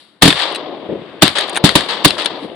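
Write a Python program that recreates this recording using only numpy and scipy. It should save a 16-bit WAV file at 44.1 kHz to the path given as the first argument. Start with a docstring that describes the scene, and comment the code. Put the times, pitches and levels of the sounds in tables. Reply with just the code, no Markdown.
"""Shotguns at the marsh edge

Shotguns fire seven shots from a blind at the edge of an open marsh, close to a stereo microphone.
Each shot is a crack of held noise and a low thump of dying modes, which overload the input.
Struck, ringing steel gives the clacks of the action. Noise bands that rise and die give the echo from
the near bank and the dull roll with slaps from the far hills. Air that swells and sinks, and two faint
rustles of reeds, are noise bands that change in loudness."""
import sys
import numpy as np
from scipy import signal
from scipy.fft import rfft, irfft, next_fast_len
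from scipy.io import wavfile

SR = 44100
rng = np.random.default_rng(int(sys.argv[2]) if len(sys.argv) > 2 else 0)


def boost(x):
    """Linear amplitude factor 10**(x/20) for a level x in decibels (scalar or array-like)."""
    u = np.asarray(x, float) / 20
    return 10 ** u


def log_audio(samples):
    """Write samples as a 16-bit WAV file to the path given in sys.argv[1]."""
    # one column per channel
    frames = np.atleast_2d(samples).T
    # limit to full scale, then quantise
    limited = np.clip(frames, -1, 1)
    pcm = np.round(limited * 32767).astype(np.int16)
    wavfile.write(sys.argv[1], SR, pcm)


N = 112454  # samples in the scene

# The shots: t/s, crack level/dB, crack hold/s, thump level/dB, thump delay/s, scatter level/dB,
# echo level/dB, slap level/dB, left over right/dB
SHOTS = [(0.222, 8, .0105, 5.5, 0.01016, -4, -17, 2.5, -0.5),
         (.2547, -2.5, 0.0033, 9, 0.0005, -11, -17, -5, 2),
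         (.2772, -3, 0.0067, 4, 0.0038, -10, -19.5, -1.5, -2),
         (1.2217, 9, .0105, 9.5, 0.01042, -6, -13.5, -14, 1),
         (1.6401, -3.5, .004, 16, .0002, -6, -21.5, -5, 2),
         (1.7539, 0, 0.0085, 7.5, .004, -10, -16.5, -4.5, 1),
         (2.0474, 11.5, 0.0093, 5, 0.0116, -10, -17.5, -12, 2.5)]
# Centres of the noise bands: f/Hz
BAND_HZ = [60, 130, 250, 450, 800, 1400, 2500, 4000, 6500, 10000, 15000]
# Crack spectrum: f/Hz, level per band/dB
CRACK = [(60, -20), (250, -8.5), (1000, -6.5), (2500, -2), (4000, -1.5), (6500, -4.5), (10000, -7),
         (15000, -8.5)]
# Scatter from blind and reeds: f/Hz, level per band/dB, t60/s
SCATTER = [(60, -14.5, 0.36), (200, -1.5, 0.16), (500, -12.5, 0.3), (1400, -5.5, 0.3), (4020, -1.5, 0.27),
           (9000, 5.5, 0.073), (15000, -12, 0.17)]
# Booming modes of blind and camera mount, before detune: f/Hz, level/dB, t60/s
THUMP_MODES = [(44.9, -12, 0.049), (75, -15, 0.03), (122, -14.5, 0.11), (166.4, 2, 0.054), (204, -1, 0.057),
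               (284.2, 4.5, 0.043), (388, -1.5, 0.041), (650, 3.5, 0.022)]
# Echo of the near bank: f/Hz, level per band/dB, t60/s
BANK = [(60, -48.5, 0.49), (203, -35, 0.54), (540, -10, 2.84), (1400, -5, 0.73), (3970, -4.5, 0.74),
        (9000, -13, 0.23), (15000, -40.5, .4)]
# Roll from the hills: f/Hz, level per band/dB, t60/s
ROLL = [(63.5, -66, 1.5), (137.5, -21.5, 4.4), (250, -13.5, 3.3), (450, -6, 2.44), (845, -28.5, 0.8),
        (1370, -20, 1.4), (2530, -23, 6.4), (3860, -26.5, 2.5), (6420, -58, 1.8), (10300, -59, 1.2)]
# Slopes that answer at once: delay/s, level over the roll/dB, t60/s, tilt/dB per octave
SLAPS = [(0.468, 6, 0.059, -2.5), (0.668, 8, 0.37, -7)]
# Bolts and shells: t/s, level before trim/dB, brightness before trim/dB, rattle-length factor,
# pitch factor of the lower modes, left over right/dB
CLACKS = [(0.3034, -2.5, -14, 1.5, 0.92, 3), (0.3266, -4, -20, 0.74, 0.63, 5.5),
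          (.393, -13, -7.5, 1.1, 0.68, 7), (.42, -12, -14.5, 1.1, 1.05, 8),
          (0.524, -24.5, 3, .8, 1.05, 3.5), (.547, -14.5, -10.5, 2.5, 1.05, 4.5),
          (.558, -13, -7, 1.5, 0.97, 4.5), (1.279, -2.5, -11, 0.44, .97, 10),
          (1.2912, -14, -20, 0.39, 1.05, -5), (1.386, -3.5, -5, 1.5, 0.67, 3),
          (1.409, -11, -5, 0.9, 0.75, 2.5), (1.478, -29, 7, 1.6, 1.2, 5.5),
          (1.495, -14.5, -1.5, 1.2, 1.2, 7), (1.531, -24, 7, 1.2, 0.86, -4),
          (1.546, -20.5, -11, 2.4, 0.97, 15), (1.557, -7, -6.5, 0.64, .7, 2),
          (1.564, -6, -9.5, 1.2, 0.595, 8), (1.572, -1.5, -8, 1.3, 0.575, 3),
          (1.691, -0.5, -20.5, 0.7, 0.82, 4.5), (1.8074, -9, -11.5, .8, 0.79, 6),
          (2.078, -7.5, -5.5, 1.8, 1.2, 11.5), (2.1054, -4, -15, 0.8, 1.03, 6.5),
          (2.169, -18, -38, 1.4, 0.33, 6), (2.198, -16.5, -18.5, 0.42, 0.78, -3),
          (2.219, -16, -12, .9, 1, 7.5), (2.246, -18, 1, 2.5, 1.6, 7),
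          (2.2581, -4.5, -11, 1.1, 1.042, 11.5)]
# Lower ringing modes of the steel, before pitch factor and detune: f/Hz, level/dB, t60/s
ACTION_LOW = [(838, -21.5, .012), (1920, -2.5, 0.0047), (2666, 6, 0.0057), (3280, -4.5, .009),
              (3930, 1, .008), (5150, 3, 0.0043)]
# Upper ringing modes of the steel, before brightness and detune: f/Hz, level/dB, t60/s
ACTION_HIGH = [(6740, 2, 0.0031), (7600, -4.5, .004), (8620, 2, 0.0044), (9880, 1, 0.0029),
               (11000, -1.5, 0.0017), (13700, -4, 0.0017), (15200, 3, .002)]
# Rustle spectrum: f/Hz, level per band/dB
REEDS = [(250, -20.5), (600, -10), (1500, -5.5), (4000, 5.5), (6500, -4.5), (10000, 3), (15000, -12.5)]
# Rustle loudness over time: t/s, level/dB
REEDS_LEVEL = [(0, -49.5), (.025, -52.5), (.07, -57.5), (.2, -70), (2.3, -75), (2.38, -59), (2.44, -48.5),
               (2.5, -62), (2.55, -60)]
# Open-air spectrum: f/Hz, level per band/dB
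AIR = [(60, -20), (130, -7.5), (250, -2.5), (600, -8), (1500, -3), (4000, -13), (6500, -23), (10000, -28.5)]
# Open-air loudness over time: t/s, level/dB
AIR_LEVEL = [(0, -53), (.2, -55.5), (1.05, -38.5), (2.55, -45.5)]
# Stereo likeness of the noise: f/Hz, left-right correlation (0 to 1)
LIKENESS = [(60, 0.97), (140, 1.0), (340, 0.74), (800, 0.99), (1910, 0.34), (4530, 0.1), (9000, 0.21)]
# Stereo lean of the noise: f/Hz, left over right/dB
LEAN = [(60, 0.5), (300, 6.5), (800, 4.5), (2000, 5.5), (4500, 10.5), (9000, -0.5)]
# Microphone in its housing: f/Hz, gain/dB
MIC = [(20, -9), (100, -6.5), (300, 2.5), (1600, 0), (2600, 0), (3800, 7.5), (4600, 2.5), (5300, -8),
       (6300, -11), (7500, -5.5), (8800, -2.5), (10800, -4), (12500, -22.5), (15000, -28.5), (22000, -28)]

DETUNE = 0.029  # scale of the random pitch offsets, as a fraction
RING_RISE_S = 0.00029


def read(points, hz, col=1):
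    """Reads a table column at hz, straight lines on a log-frequency axis."""
    p = np.array(points, float)
    return np.interp(np.log(hz + 1), np.log(p[:, 0] + 1), p[:, col])


def level_over_time(points):
    """Gain at every sample from (t/s, level/dB) points."""
    return boost(np.interp(np.arange(N) / SR, *np.transpose(points)))


def add(mix, s, sound):
    """Mixes a two-channel sound in at s seconds."""
    part = mix[:, round(s * SR):][:, :sound.shape[1]]
    part += sound[:, :part.shape[1]]


def sides(db):
    """Left and right gain for a level difference."""
    return boost(np.array([[.5], [-.5]]) * db)


def noise_bands(lump_db):
    """Partly alike left and right noise in overlapping bands of rms 1, then given slow level lumps."""
    lump_s = 0.0063  # time between random level points
    size = next_fast_len(N)
    hz = np.fft.rfftfreq(size, 1 / SR)
    a, b = rfft(rng.standard_normal((2, size)))
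    same = np.clip(read(LIKENESS, hz), -1, 1)
    right = same * a + np.sqrt(1 - same ** 2) * b
    stereo = np.array([a, right]) * sides(read(LEAN, hz))

    # cosine crossfades between neighbouring bands
    number = np.arange(len(BAND_HZ))
    place = np.interp(np.log(hz + 1), np.log(BAND_HZ), number)
    distance = np.clip(place - number[:, None], -1, 1)
    cut = np.cos(np.pi / 2 * distance) * (hz > 20)
    bands = irfft(stereo * cut[:, None], size)[..., :N]

    # low and high bands lump separately, the bands between blend the two
    knots = rng.standard_normal((2, 2000))
    t = np.arange(N) / SR
    high, low = [np.interp(t / lump_s, np.arange(2000), k) for k in knots]
    share = np.linspace(0, 1, len(BAND_HZ))[:, None]
    lumps = boost(lump_db * (share * high + (1 - share) * low))[:, None]
    return lumps * bands / bands.std(axis=(1, 2), keepdims=True)


def dying(table, start, db, rise_s, t60=None, tilt_db=0):
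    """Power of each band: rises at start, then dies at its own speed or at a shared t60."""
    t = np.maximum(np.arange(N) / SR - start, 0)
    hz = np.array(BAND_HZ)[:, None]
    t60 = read(table, hz, col=2) if t60 is None else t60
    tilt = tilt_db * np.log2(hz / BAND_HZ[2])  # dB per octave
    level = db + read(table, hz) + tilt - 60 * t / t60
    return (1 - np.exp(-t / rise_s)) ** 2 * boost(2 * level)


def ring(modes, detune, rise_s):
    """Sum of struck modes: sines that rise fast and die at their own t60."""
    t = np.arange(0, .2, 1 / SR)
    total = 0
    for (hz, db, t60), d in zip(modes, detune):
        total = total + boost(db - 60 * t / t60) * np.sin(2 * np.pi * hz * (1 + d) * t)
    return (1 - np.exp(-t / rise_s)) * total


def reeds():
    """Swelling air noise over the marsh and two faint rustles of reeds or clothing share one set of bands."""
    hz = np.array(BAND_HZ)
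    rustle = level_over_time(REEDS_LEVEL) * boost(read(REEDS, hz))[:, None]
    air = level_over_time(AIR_LEVEL) * boost(read(AIR, hz))[:, None]
    gain = np.hypot(rustle, air)  # their powers add
    return (noise_bands(lump_db=1.3) * gain[:, None]).sum(0) / 2


def echoes():
    """Every shot comes back as dying noise from the bank, then rolls and slaps among the hills."""
    bank_s, bank_rise_s = 0.13, 0.0053
    roll_s, roll_rise_s = 0.18, 0.28
    face_db, face_t60, face_tilt_db = -4.5, .3, 1.27  # the bank's face: brighter, one decay for all bands
    power = 0
    for s, *_, echo_db, slap_db, _ in SHOTS:
        power = power + dying(BANK, s + bank_s, echo_db, bank_rise_s)
        power = power + dying(ROLL, s + roll_s, echo_db, roll_rise_s)
        power = power + dying(BANK, s + bank_s, echo_db + face_db, bank_rise_s, face_t60, face_tilt_db)
        for delay, db, t60, tilt_db in SLAPS:
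            power = power + dying(ROLL, s + delay, echo_db + slap_db + db, .002, t60, tilt_db)
    return (noise_bands(lump_db=2.5) * np.sqrt(power)[:, None]).sum(0) / 2


def clacks():
    """Steel parts strike, rattle for a moment and ring very briefly: strike and rattle excite the modes."""
    level_trim_db, high_trim_db = -5, 6.5
    rattle_t60, strike = 0.021, 2.1  # s before the length factor; height of the first click
    out, t = np.zeros((2, N)), np.arange(1500) / SR
    draws = rng.standard_normal((len(CLACKS), 13 + 2 * len(t)))
    for (s, db, bright_db, stretch, pitch, pan_db), d in zip(CLACKS, draws):
        low = ring(ACTION_LOW, pitch - 1 + DETUNE * d[:6], RING_RISE_S)
        high = ring(ACTION_HIGH, DETUNE * d[6:13], RING_RISE_S / 4)
        body = low + boost(bright_db + high_trim_db) * high
        rattle = d[13:].reshape(2, -1) * boost(-60 * t / (rattle_t60 * stretch))
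        blow = rattle + strike * (t == 0)
        blow = blow + 0.47 * blow[::-1]  # each side leaks into the other
        hit = signal.fftconvolve(blow, body[None], axes=1)
        onset = np.sqrt(2 * (hit[:, :130] ** 2).mean())
        add(out, s, boost(db + level_trim_db) * sides(pan_db) * hit / onset)
    return out


def thumps():
    """The blast wave, a push and a longer pull, sets blind and camera mount booming."""
    push_s = 0.0015
    right_damp_db_per_s = 147  # the boom dies sooner at the right microphone
    out, u = np.zeros((2, N)), np.arange(0, .02, 1 / SR) / push_s
    blast = (1 - u) * np.exp(-u)
    offsets = rng.uniform(-DETUNE, DETUNE, (len(SHOTS), 2, len(THUMP_MODES)))
    for (s, _, _, thump_db, delay, *_), d in zip(SHOTS, offsets):
        detunes = (d[0], d[0] + d[1])  # left, right
        boom = np.array([np.convolve(blast, ring(THUMP_MODES, side, RING_RISE_S)) for side in detunes])
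        damp = boost(-np.outer([0, right_damp_db_per_s], np.arange(boom.shape[1]) / SR))
        add(out, s + delay, boost(thump_db) * damp * boom / abs(boom).max())
    return out


def cracks():
    """Muzzle gas tears the air: a held burst of noise, then scatter from everything near."""
    lead_s, lead_db, lead_db_per_s = 0.0086, -22, 3001  # a weak hiss swells ahead of the crack
    crack_t60 = .016
    haze_db, haze_t60 = -17, 0.39  # slower scatter from the reed beds farther out
    t = np.arange(N) / SR
    noise = noise_bands(lump_db=1.4)
    hiss = (noise * boost(read(CRACK, np.array(BAND_HZ)))[:, None, None]).sum(0) / 2
    out, power = 0, 0
    for s, crack_db, hold, _, _, scatter_db, _, _, pan_db in SHOTS:
        lead = np.where(t < s, lead_db + lead_db_per_s * (t - s), 0)
        fall = 60 * np.maximum(t - s - hold, 0) / crack_t60
        burst = (t > s - lead_s) * boost(crack_db + lead - fall)
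        out = out + sides(pan_db) * burst * hiss
        near = dying(SCATTER, s, scatter_db, 0.0015)
        haze = dying(SCATTER, s, scatter_db + haze_db, 0.0078, haze_t60)
        power = power + (near + haze)[:, None] * sides(2 * pan_db)
    # the same noise backwards, so scatter does not copy the crack
    scatter = (noise[..., ::-1] * np.sqrt(power)).sum(0) / 2
    return out + scatter


def scene():
    """All sources at the microphones."""
    return reeds() + echoes() + clacks() + thumps() + cracks()


def band_limit(x):
    """A steep low-pass at the top of the band."""
    return signal.sosfilt(signal.butter(12, 16200, fs=SR, output="sos"), x)


def record(dry):
    """The housing colours the sound as a minimum-phase filter, then the input clips hard."""
    clip = 1.01  # full scale is 1
    log_gain = np.log(boost(read(MIC, abs(np.fft.fftfreq(8192, 1 / SR)))))
    minimum_phase = np.exp(np.conj(signal.hilbert(log_gain)))
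    taps = np.fft.ifft(minimum_phase).real[:2048]
    wet = signal.oaconvolve(dry, taps[None], axes=1)[:, :N]
    mix = np.clip(wet, -clip, clip)
    return band_limit(mix)


dry = scene()
out = record(dry)
log_audio(out)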